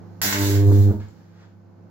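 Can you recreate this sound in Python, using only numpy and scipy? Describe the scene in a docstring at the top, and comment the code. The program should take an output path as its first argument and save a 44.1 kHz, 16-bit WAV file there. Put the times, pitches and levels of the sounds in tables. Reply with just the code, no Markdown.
"""A harsh spitting crackle as a high-voltage arc is struck in a small workshop. Drawn out, the arc grows
into a flame that hums at twice the mains frequency, its channel shrinking at every current zero. It
flutters and breaks, and the room's low modes ring on. A puff, a tick and faint rustles follow, over a
quiet transformer, a fan, room air and hiss."""
import sys
import numpy as np
from scipy import signal
from scipy.fft import rfft, irfft, next_fast_len
from scipy.io import wavfile
from scipy.ndimage import map_coordinates

SR = 44100
rng = np.random.default_rng(int(sys.argv[2]) if len(sys.argv) > 2 else 0)


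def to_wav(sig):
    """Store sig (one row per channel, or 1-D mono) as 16-bit WAV at the path in sys.argv[1].

    Samples outside -1..1 are clipped; the rate is SR.
    """
    pcm = np.clip(np.atleast_2d(sig), -1, 1) * 32767
    pcm = np.round(pcm).astype(np.int16)
    wavfile.write(sys.argv[1], SR, pcm.T)  # frames by channels


N = 83790
T = np.arange(N) / SR

PULSE_HZ, CURRENT_ZERO_S = 100.0, .2176
STRIKE_S, BREAK_S, BREAK_FADE_S = .2155, .911, .021
DRAW_START_S, DRAW_END_S = 0.4, 0.66

# Each row: time in seconds, fundamental in dB, octave in dB.
HUM_LEVELS = [(0.215, -55, -49), (0.279, -33.5, -31), (0.307, -42, -34), (0.411, -24.5, -32.5),
              (0.459, -23, -36), (0.619, -13.5, -40), (0.797, -13, -26.5), (0.813, -11, -32.5),
              (0.895, -13.5, -26.5), (0.915, -15, -21.5)]
# Each row: time in seconds, level of the upper harmonics in dB.
BUZZ_LEVELS = [(.215, -57), (.255, -42.5), (.31, -46.5), (.37, -35), (.43, -30.5), (.55, -27), (.75, -25),
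               (.84, -31), (.915, -26)]
# Each row, from harmonic 3 up: short-arc gain in dB, long-arc gain in dB.
BUZZ_HARMONICS = [(5, -1), (-1.5, -3.5), (-22.5, -12.5), (-7, -29), (-27, -21.5), (-29, -27.5), (-13, -31),
                  (-20.5, -34), (-26.5, -33.5), (-26.5, -36)]
WAVER_DB, WAVER_PER_HARMONIC_DB, JITTER_S, BLUR_PER_HARMONIC_RAD = 0.7, 0.21, .00002, .22


def arc_hum():
    """The hot channel shrinks at each current zero: pressure dips whose harmonics shift as it lengthens."""
    phase = 2 * np.pi * PULSE_HZ * (T - CURRENT_ZERO_S + JITTER_S * wobble(60))

    def harmonic(k, pan_db=-0.7):
        """One wavering multiple of the hum; reflections blur its phase above the octave."""
        blur = BLUR_PER_HARMONIC_RAD * max(k - 2, 0) * (rng.normal() + .3 * wobble(5))
        waver = amp((WAVER_DB + WAVER_PER_HARMONIC_DB * k) * wobble(35))
        return -waver * stereo_tone(k * PULSE_HZ, k * phase + blur, pan_db)

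    fundamental_db, octave_db = curves(HUM_LEVELS)
    buzz_db, = curves(BUZZ_LEVELS)
    buzz = sum(amp(buzz_db + short_db + (long_db - short_db) * drawn_out()) * harmonic(k)
               for k, (short_db, long_db) in enumerate(BUZZ_HARMONICS, 3))
    hum = amp(fundamental_db) * harmonic(1, pan_db=-1.35) + amp(octave_db) * harmonic(2)
    return burning() * (hum + buzz)


# Each row: time in seconds, crackle in dB, fizz in dB.
SPARK_LEVELS = [(.215, -30, -16), (.24, -26, -25), (.3, -33, -29), (.335, -32, -40.5), (.38, -35, -32),
                (.47, -38, -29.5), (.53, -36, -37.5), (.6, -50, -54.5), (.66, -68, -46),
                (.73, -48.5, -43.5), (.82, -55.5, -48), (.9, -61.5, -66), (.93, -75, -52)]
SNAPS = [(0.2164, 3, -14), (0.3099, -6.5, -0.5), (0.3267, 5.5, -8), (0.3313, -3.5, -24.5), (.925, -32, -30)]
# Each row: frequency in Hz, relative level in dB.
CRACKLE_SPECTRUM = [(120, -8), (500, -5.5), (800, -5), (1000, 1), (1250, -7.5), (1500, 2.5), (2100, -1),
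                    (3000, -6), (4200, -4.5), (7500, -5.5), (9000, -32.5), (16000, -20)]
FIZZ_SPECTRUM = [(800, -34.5), (2500, -16), (3800, -4), (5200, -6.5), (6200, -2.5), (7700, -4), (8500, -18),
                 (9700, -15), (11400, -7), (13500, -7), (15700, -4)]
SHORT_ARC_SPARKS_PER_S, LONG_ARC_SPARKS_PER_S = 4000, 900
SIZE_SPREAD_DB, SPURT_DB, BUNCH_DB, SPARK_WET_DB = 1, 1.15, 8, 7.5


def sparks():
    """Tiny discharges come in spurts and bunch round each re-ignition; a few snaps stand out."""
    rate = SHORT_ARC_SPARKS_PER_S * (LONG_ARC_SPARKS_PER_S / SHORT_ARC_SPARKS_PER_S) ** drawn_out()
    impulses = (rng.random(N) < rate / SR) / np.sqrt(rate)  # same power at any rate
    sizes = amp(SIZE_SPREAD_DB * np.minimum(rng.exponential(size=N), 4)) * rng.choice([-1, 1], N)
    bunch_db = BUNCH_DB * np.cos(2 * np.pi * PULSE_HZ * (T - CURRENT_ZERO_S))
    train = burning() * unit(impulses * sizes * amp(SPURT_DB * wobble(55) + bunch_db))
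    crackle, fizz = [train * amp(db) for db in curves(SPARK_LEVELS)]
    for start_s, crackle_db, fizz_db in SNAPS:
        crackle[round(start_s * SR)] += amp(crackle_db)
        fizz[round(start_s * SR)] += amp(fizz_db)
    return (pan(db=-0.74) * room(colour(-crackle, CRACKLE_SPECTRUM), SPARK_WET_DB)
            + pan(db=-1.5) * room(colour(-fizz, FIZZ_SPECTRUM), SPARK_WET_DB))


# Each row: peak time in seconds, level in dB, rise and fall in seconds.
FLUTTERS = [(.238, -39.5, 0.0048, 0.028), (.47, -36.5, 0.09, 0.14), (.718, -23.5, 0.013, 0.012),
            (.922, -30.5, 0.039, 0.015)]
# Each row: frequency in Hz, relative level in dB.
FLAME_SPECTRUM = [(30, -11.5), (70, -5), (140, 0.5), (300, 2), (480, 3.5), (750, -10.5), (1400, -16.5),
                  (2500, -42.5), (8000, -71.5)]


def flame_flutter():
    """The flame roars briefly when it twists and when it tears."""
    return pan(db=-0.7) * room(swells(FLUTTERS) * noise(FLAME_SPECTRUM), wet_db=-3)


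# Each row: frequency in Hz, level in dB, T60 in seconds.
ROOM_MODES = [(77.2, -37.5, 0.56), (99.5, -19.5, 0.36), (103, -21.5, 0.34), (205.3, -28, 0.3),
              (225, -34.5, .45), (295.3, -37, 0.29), (321.4, -33.5, 0.28), (400, -35.5, 0.25),
              (500, -46, .22), (621, -44.5, .22), (920, -49, 0.31)]
RING_RISE_S = 0.005


def room_ring():
    """The room's low modes die away after the break; the close pair round the hum beats."""
    age_s = np.maximum(T - BREAK_S - BREAK_FADE_S, 0)
    ring = sum((-1) ** k * amp(db - 60 * age_s / t60) * stereo_tone(hz, 2 * np.pi * hz * age_s, -1.35)
               for k, (hz, db, t60) in enumerate(ROOM_MODES))
    return ring * np.clip(age_s / RING_RISE_S, 0, 1)


# Each row: peak time in seconds, level in dB, rise and fall in seconds.
RUSTLES = [(1.001, -47, 0.0025, 0.029), (1.2, -64, 0.11, .08), (1.43, -56.5, 0.093, .03)]
TICKS = [(1.085, -54, .0004, .003)]
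# Each row: frequency in Hz, relative level in dB.
RUSTLE_SPECTRUM = [(200, -7), (900, -0.5), (1800, -3.5), (3000, -11.5), (4500, -13.5), (7400, -19.5),
                   (8600, -40), (15000, -45.5)]
TICK_SPECTRUM = [(1000, -14), (3000, -2), (4500, -6), (7400, 6), (8600, -30), (15000, -22)]


def rustles_and_tick():
    """A puff, a light tick and faint rustling once the arc is out."""
    rustles = room(swells(RUSTLES) * noise(RUSTLE_SPECTRUM), wet_db=2)
    tick = room(swells(TICKS) * noise(TICK_SPECTRUM), wet_db=0)
    return rustles + tick


# Each row: time in seconds, air level in dB, transformer gain in dB.
BACKGROUND_LEVELS = [(0, -46, 4), (.21, -48.5, 3), (.4, -48, 7), (1.16, -52.5, -5.5), (1.25, -54, -2.5),
                     (1.6, -55, -1), (1.9, -51.5, -3)]
# Each row: time in seconds, level in dB.
HISS_LEVELS = [(0, -72.5), (.21, -70), (1.1, -67), (1.3, -73.5), (1.65, -79.5), (1.9, -78)]
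# Each row: frequency in Hz, relative level in dB.
TRANSFORMER_TONES = [(100.1, -48.5), (200, -60.5), (1513, -78)]
FAN_TONES = [(171.8, -53), (343, -60.5), (514, -68), (676, -76), (852, -74.5)]
AIR_SPECTRUM = [(15, -72.5), (25, -42.5), (64, -38), (87, -15), (114, -8), (134, -22.5), (175, -8),
                (301, -17), (344, -24.5), (427, -16.5), (463, -21.5), (818, -25), (988, -28.5), (1100, -29),
                (16000, -83)]
HISS_SPECTRUM = [(1500, -26.5), (3200, -12.5), (4300, -1), (7000, -5), (8500, -27), (12000, -11),
                 (15700, -13.5)]
FAN_SAG_FRACTION, FAN_RECOVERY_S = .09, .2


def background():
    """A transformer hums; a fan slows under the arc's load and recovers; room air and thin hiss."""
    air_db, transformer_db = curves(BACKGROUND_LEVELS)
    hiss_db, = curves(HISS_LEVELS)
    transformer = amp(transformer_db) * tones(TRANSFORMER_TONES, T)
    load = np.clip((T - STRIKE_S) / (BREAK_S - STRIKE_S), 0, 1)
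    load *= np.exp(-np.maximum(T - BREAK_S, 0) / FAN_RECOVERY_S)
    fan_clock_s = np.cumsum(1 - FAN_SAG_FRACTION * load) / SR
    fan = amp(air_db - air_db[-1]) * tones(FAN_TONES, fan_clock_s)
    air = unit(noise(AIR_SPECTRUM) + 1.8 * np.array([noise(AIR_SPECTRUM), noise(AIR_SPECTRUM)]))
    hiss = np.array([noise(HISS_SPECTRUM), noise(HISS_SPECTRUM)])
    return pan(db=-1.27) * (transformer + fan + amp(air_db) * air + amp(hiss_db) * hiss)


# Each row: frequency in Hz, T60 in seconds.
ROOM_DECAY = [(100, .45), (500, 0.44), (2000, 0.45), (6000, 0.28), (15000, 0.41)]
LEFT_DELAY_S = .00009


def room(x, wet_db):
    """Direct sound reaches the nearer, right microphone first; each side has its own diffuse tail."""
    hz, t, spectra = signal.stft(rng.standard_normal((2, SR // 2)), SR, nperseg=256)
    decay = amp(-60 * t / along(ROOM_DECAY, hz)[:, None])
    tail = signal.istft(spectra * decay, SR, nperseg=256)[1]
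    tail *= 1 - np.exp(-T[:tail.shape[1]] / .002)
    wet = signal.fftconvolve(x[None], tail / np.linalg.norm(tail[0]), axes=1)[:, :N]
    direct = np.array([np.roll(x, round(LEFT_DELAY_S * SR)), x])
    return (direct + amp(wet_db) * wet) / np.sqrt(1 + amp(wet_db) ** 2 / 2)


# Each row: frequency in Hz, phase lead of left over right in radians.
LEFT_PHASE_LEAD = [(100, -0.72), (200, 0.012), (300, -0.5), (450, -0.52), (1000, -0.83)]


def stereo_tone(hz, phase, pan_db):
    """A low tone at two microphones, at different places in the room's standing waves."""
    half_lead = along(LEFT_PHASE_LEAD, hz) / 2
    return pan(pan_db) * np.sqrt(2) * np.cos(phase + np.array([[half_lead], [-half_lead]]))


def burning():
    """1 while the arc is alight."""
    return np.clip((T - STRIKE_S) / 0.0017, 0, 1) * np.clip(1 - (T - BREAK_S) / BREAK_FADE_S, 0, 1)


def drawn_out():
    """0 for the short arc, 1 for the long one."""
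    return np.clip((T - DRAW_START_S) / (DRAW_END_S - DRAW_START_S), 0, 1)


def tones(rows, clock_s):
    """Sum of sines, each wavering in level."""
    return sum(amp(db + .9 * wobble(8.37)) * np.sqrt(2) * np.sin(2 * np.pi * (hz * clock_s + rng.random()))
               for hz, db in rows)


def swells(rows):
    """Envelope of exponential bursts, summed in power."""
    return np.sqrt(sum((amp(db) * np.exp(np.minimum((T - peak_s) / rise_s, (peak_s - T) / fall_s))) ** 2
                       for peak_s, db, rise_s, fall_s in rows))


def colour(x, spectrum):
    """Minimum-phase filter of unit energy."""
    size = 4096
    cepstrum = irfft(np.log(amp(along(spectrum, np.fft.rfftfreq(size, 1 / SR)))))
    cepstrum[1:size // 2] *= 2
    cepstrum[size // 2 + 1:] = 0
    kernel = irfft(np.exp(rfft(cepstrum)))
    return signal.fftconvolve(x, kernel / np.linalg.norm(kernel))[:N]


def noise(spectrum):
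    """Coloured noise of rms 1."""
    return unit(colour(rng.standard_normal(N), spectrum))


def wobble(knots_per_s):
    """Smooth random curve."""
    return map_coordinates(rng.standard_normal(1000), [T * knots_per_s], mode="wrap")


def curves(rows):
    """One value per sample for each column after the time."""
    times_s, *columns = np.transpose(rows)
    return [np.interp(T, times_s, column) for column in columns]


def along(points, hz):
    """Interpolate (Hz, value) points on a log axis."""
    knots_hz, values = np.transpose(points)
    return np.interp(np.log(hz + 1), np.log(knots_hz + 1), values)


def pan(db):
    """Left and right gains; negative dB leans right."""
    return amp([[db], [-db]])


def amp(db):
    """Decibels to gain."""
    return 10 ** (np.asarray(db) / 20)


def unit(x):
    """Scale to rms 1."""
    return x / np.sqrt(np.mean(x ** 2) + 1e-20)


def scene():
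    """The arc and the workshop round it."""
    return arc_hum() + sparks() + flame_flutter() + room_ring() + rustles_and_tick() + background()


def record(dry):
    """Steep low-pass with a raised-cosine edge."""
    stop_hz, edge_hz = 16100, 400
    size = next_fast_len(N + SR // 2)
    edge = np.clip((stop_hz - np.fft.rfftfreq(size, 1 / SR)) / edge_hz, 0, 1)
    return irfft(rfft(dry, size) * np.sin(np.pi / 2 * edge) ** 2, size)[:, :N]


dry = scene()
out = record(dry)
to_wav(out)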